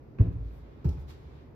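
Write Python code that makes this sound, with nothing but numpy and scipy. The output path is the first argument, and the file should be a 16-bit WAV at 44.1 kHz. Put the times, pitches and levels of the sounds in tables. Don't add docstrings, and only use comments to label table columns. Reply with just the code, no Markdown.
import sys
import numpy as np
from scipy import signal
from scipy.fft import rfft, irfft
from scipy.io import wavfile
from scipy.ndimage import uniform_filter1d

SR = 44100
rng = np.random.default_rng(int(sys.argv[2]) if len(sys.argv) > 2 else 0)


def transcribe(u):
    v = np.clip(np.atleast_2d(u).T, -1, 1)
    q = np.round(v * 32767).astype(np.int16)
    wavfile.write(sys.argv[1], SR, q)


N = 68355
TIME, FREQS = np.arange(N) / SR, np.fft.rfftfreq(N, 1 / SR)
RIGHT_LEAD_S = .0004


def amp(db):
    return 10 ** (np.asarray(db) / 20)


def curve(points, hz=FREQS):
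    point_hz, value = np.transpose(points)
    return np.interp(np.log(hz + 1), np.log(point_hz + 1), value)


# frequency_hz, correlation (before clipping)
CORRELATION = [(40, 1), (130, 0.85), (260, 0.76), (500, 0.23), (1000, -0.038), (2000, 0.017),
               (4000, -0.077), (6000, -0.0063), (8000, -0.71), (9500, -1.1), (11500, 0.63), (15000, 1)]
# frequency_hz, level_db
LEFT_BALANCE = [(250, -1), (500, -0.27), (4000, -0.7), (10000, 1)]
def noise(spectrum_db):
    mid, side = rfft(rng.standard_normal((2, N)))
    correlation = np.clip(curve(CORRELATION), -.999, .999)
    mid *= np.sqrt((1 + correlation) / 2)
    side *= np.sqrt((1 - correlation) / 2)
    pair = np.array([(mid + side) * amp(curve(LEFT_BALANCE)), mid - side])
    x = irfft(pair * amp(spectrum_db), N)
    return x / x.std()


# frequency_hz, t60_s
ROOM_DECAY = [(50, 0.9), (120, 0.73), (300, 0.34), (1000, 0.89), (4000, .42), (15000, 0.17)]
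def in_room(x, wet_db, gap_s=.0011, build_s=.0057):
    hz, t, bands = signal.stft(noise(0 * FREQS), SR, nperseg=512)
    decay = amp(-60 * t / curve(ROOM_DECAY, hz)[:, None])
    tail = signal.istft(bands * decay, SR, nperseg=512)[1][:, :N]
    tail *= np.clip((TIME - gap_s) / build_s, 0, 1)
    tail /= np.linalg.norm(tail[0])
    return x + amp(wet_db) * signal.fftconvolve(x[:1], tail, axes=1)[:, :N]


# frequency_hz, relative_db
AIR_SPECTRUM = [(20, -32), (35, -14), (58, -4), (78, -3), (100, -7), (135, -2), (175, -14), (260, -11),
                (460, -15), (650, -24), (1000, -29), (1600, -37), (2400, -41), (3100, -49), (5000, -52),
                (8000, -64), (10000, -65), (12500, -62), (15500, -64)]
def ventilation(level_db=-49.5):
    return amp(level_db) * noise(curve(AIR_SPECTRUM))


def squeak(peak_s=.21, half_width_s=.017, level_db=-80, pitch_hz=11097, width_hz=310):
    swell = amp(level_db) * np.exp(-((TIME - peak_s) / half_width_s) ** 2)
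    band_db = -40 * np.log10(1 + ((FREQS - pitch_hz) / width_hz) ** 2)
    return swell * noise(band_db)


# start_s, level_db
SNAP_EVENTS = [(0.8919, -46.5), (.9028, -73)]
# frequency_hz, relative_db
SNAP_SPECTRUM = [(500, -30), (2200, -12), (3200, 1), (4500, 0), (6500, -4), (9000, -12), (12000, -11),
                 (16000, -14)]
def snaps(decay_s=.0013):
    envelope = sum(amp(db) * (TIME > start) * np.exp(-abs(TIME - start) / decay_s)
                   for start, db in SNAP_EVENTS)
    return envelope * noise(curve(SNAP_SPECTRUM))


# peak_s, level_db, rise_s, fall_s, tilt_db_per_octave
FABRIC_STROKES = [(.218, -65.5, 0.021, 0.03, -5), (.27, -77, 0.011, 0.021, 0.5),
                  (0.325, -75, 0.0074, 0.019, 0.5), (0.471, -73, 0.1, 0.053, -3.5),
                  (0.559, -78.5, 0.066, 0.049, 6), (.64, -70.5, 0.26, 0.48, -7),
                  (0.927, -68.5, 0.014, 0.02, -0.5), (1.007, -71.5, 0.025, 0.03, 1),
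                  (1.104, -57.5, 0.023, 0.016, -1.5), (1.19, -74.5, 0.091, 0.12, -2.5),
                  (1.362, -68, 0.17, .09, -6)]
# frequency_hz, relative_db
FABRIC_SPECTRUM = [(200, -17), (900, 0), (1500, -4.5), (2250, -0.5), (2800, -4), (3600, 0.5), (6500, -9.5),
                   (9000, -10.5), (11500, -15.5), (14500, -15), (16000, -21)]
def scuffs(grain_db=1.0):
    octaves_above_1khz = np.log2(np.maximum(FREQS, 1000) / 1000)
    out = np.zeros((2, N))
    for peak_s, db, rise_s, fall_s, tilt in FABRIC_STROKES:
        t = TIME - peak_s
        stroke = np.exp(-(t / np.where(t < 0, rise_s, fall_s)) ** 2)
        grain = uniform_filter1d(rng.standard_normal(N), size=90)
        rub = noise(curve(FABRIC_SPECTRUM) + tilt * octaves_above_1khz)
        out += stroke * amp(db + grain_db * grain / grain.std()) * rub
    return out


# start_s, knock_db, knock_pitch_ratio, slap_db, hiss_db, decay_s
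SOLE_CONTACTS = [(0.185, -44.5, 0.97, -52, -81, 0.015), (0.202, -32, 1.06, -60.5, -85.5, 0.02),
                 (0.252, -42, 0.71, -71.5, -87, 0.014), (0.508, -55, 0.98, -62, -82, 0.0044),
                 (0.8436, -42, .92, -53.5, -62.5, .009), (.851, -34.5, 0.875, -65, -66.5, 0.026),
                 (0.97, -72.5, .9, -64, -74.5, 0.024)]
# frequency_hz, relative_db
KNOCK_SPECTRUM = [(60, -31.5), (150, -3), (270, 2.5), (340, -3), (440, 0), (540, -18), (750, -21),
                  (1020, -20), (1400, -39.5), (4000, -62.5)]
SLAP_SPECTRUM = [(200, -7.5), (700, -2), (1300, 5), (2000, -3.5), (2550, 0.5), (2950, -11), (6000, -30.5),
                 (16000, -57)]
HISS_SPECTRUM = [(300, -32.5), (1500, -28), (3000, 0.5), (5000, 3), (7000, -4), (9000, -9), (11500, -9),
                 (14500, -8.5), (16000, -17.5)]
def pats(rise_s=.002):
    slap, hiss = noise(curve(SLAP_SPECTRUM)), noise(curve(HISS_SPECTRUM))
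    out = np.zeros((2, N))
    for start, knock_db, pitch_ratio, slap_db, hiss_db, decay_s in SOLE_CONTACTS:
        t = np.maximum(TIME - start, 0)
        envelope = np.minimum(t / rise_s, 1) * np.exp(-np.maximum(t - rise_s, 0) / decay_s)
        knock = noise(curve(KNOCK_SPECTRUM, FREQS / pitch_ratio))
        out += envelope * (amp(knock_db) * knock + amp(slap_db) * slap + amp(hiss_db) * hiss)
    return out


# pitch_hz, level_re_knock_db, t60_s
FLOORBOARD_MODES = [(277, -12.5, .4), (359.3, -8, .33), (416.4, -8.5, 0.18), (543, -14.5, 0.14),
                    (902, -22.5, 0.35)]
def boards(rise_s=.005):
    out = np.zeros((2, N))
    for start, knock_db, *_ in SOLE_CONTACTS:
        t = np.maximum(TIME - start, 0)
        for hz, db, t60 in FLOORBOARD_MODES:
            phase = rng.uniform(0, 2 * np.pi) + np.array([[0], [2 * np.pi * hz * RIGHT_LEAD_S]])
            envelope = amp(knock_db + db - 60 * t / t60) * np.minimum(t / rise_s, 1)
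            out += envelope * np.sin(2 * np.pi * hz * t + phase)
    return out


# start_s, level_db, pitch_hz, rise_s, mode_drive_db
FLOOR_LOADS = [(0.19, -24, 167, 0.011, 9.5), (.191, -9.5, 101.6, 0.021, -3), (.192, -18, 60, 0.022, -1.5),
               (.188, -29.5, 48, .028, 4), (.352, -32.5, 54.5, 0.073, -1.5), (.315, -39, 112, 0.065, -3.5),
               (.8485, -16, 120, .011, -4.5), (.8546, -17.5, 75, .027, -7.5), (.848, -28, 50, .028, 3),
               (.95, -37.5, 132.8, 0.03, -2), (0.888, -36, 59.6, 0.043, 3), (1.06, -46, 58, 0.038, -6),
               (1.215, -46.5, 70.2, 0.047, 4.5), (1.7, -44, 58, .06, 0)]
# pitch_hz, relative_db, t60_s
LOW_MODES = [(54.7, -11.5, 1), (72.45, -9.5, 1), (94.34, -9.5, 0.59), (113.43, -12, 0.7), (149, -22.5, 0.7),
             (169, -6, 0.48), (277, 2.5, 0.66)]
def thumps(swell_power=5.06, glide=.58, glide_s=.0064, modes_db=-58.5, modes_delay_s=.03):
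    floor, drive = np.zeros((2, N))
    for start, db, hz, rise_s, drive_db in FLOOR_LOADS:
        t = np.maximum(TIME - start, 0)
        cycles = hz * (t + glide * glide_s * (1 - np.exp(-t / glide_s)))
        swell = (t / rise_s * np.exp(1 - t / rise_s)) ** swell_power
        swing = amp(db) * swell * np.sin(2 * np.pi * cycles)
        floor += swing
        drive += amp(drive_db) * swing
    t = np.maximum(TIME - modes_delay_s, 0)
    ring = sum(amp(modes_db + db - 60 * t / t60) * np.sin(2 * np.pi * hz * t)
               for hz, db, t60 in LOW_MODES)
    left = floor + signal.fftconvolve(drive, ring)[:N]
    right = np.interp(TIME + RIGHT_LEAD_S, TIME, left)
    return np.array([left, right])


def scene():
    return (ventilation() + in_room(thumps(), wet_db=-14) + in_room(pats(), wet_db=-3.5) + boards()
            + in_room(scuffs(), wet_db=-1.5) + in_room(snaps(), wet_db=-3.5) + squeak())


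def record(dry, low_cut_hz=28, high_cut_hz=15650):
    highpass = signal.butter(2, low_cut_hz, "highpass", fs=SR, output="sos")
    lowpass = signal.firwin(511, high_cut_hz, window=("kaiser", 9), fs=SR)
    return signal.oaconvolve(signal.sosfilt(highpass, dry), lowpass[None], "same")


dry = scene()
out = record(dry)
transcribe(out)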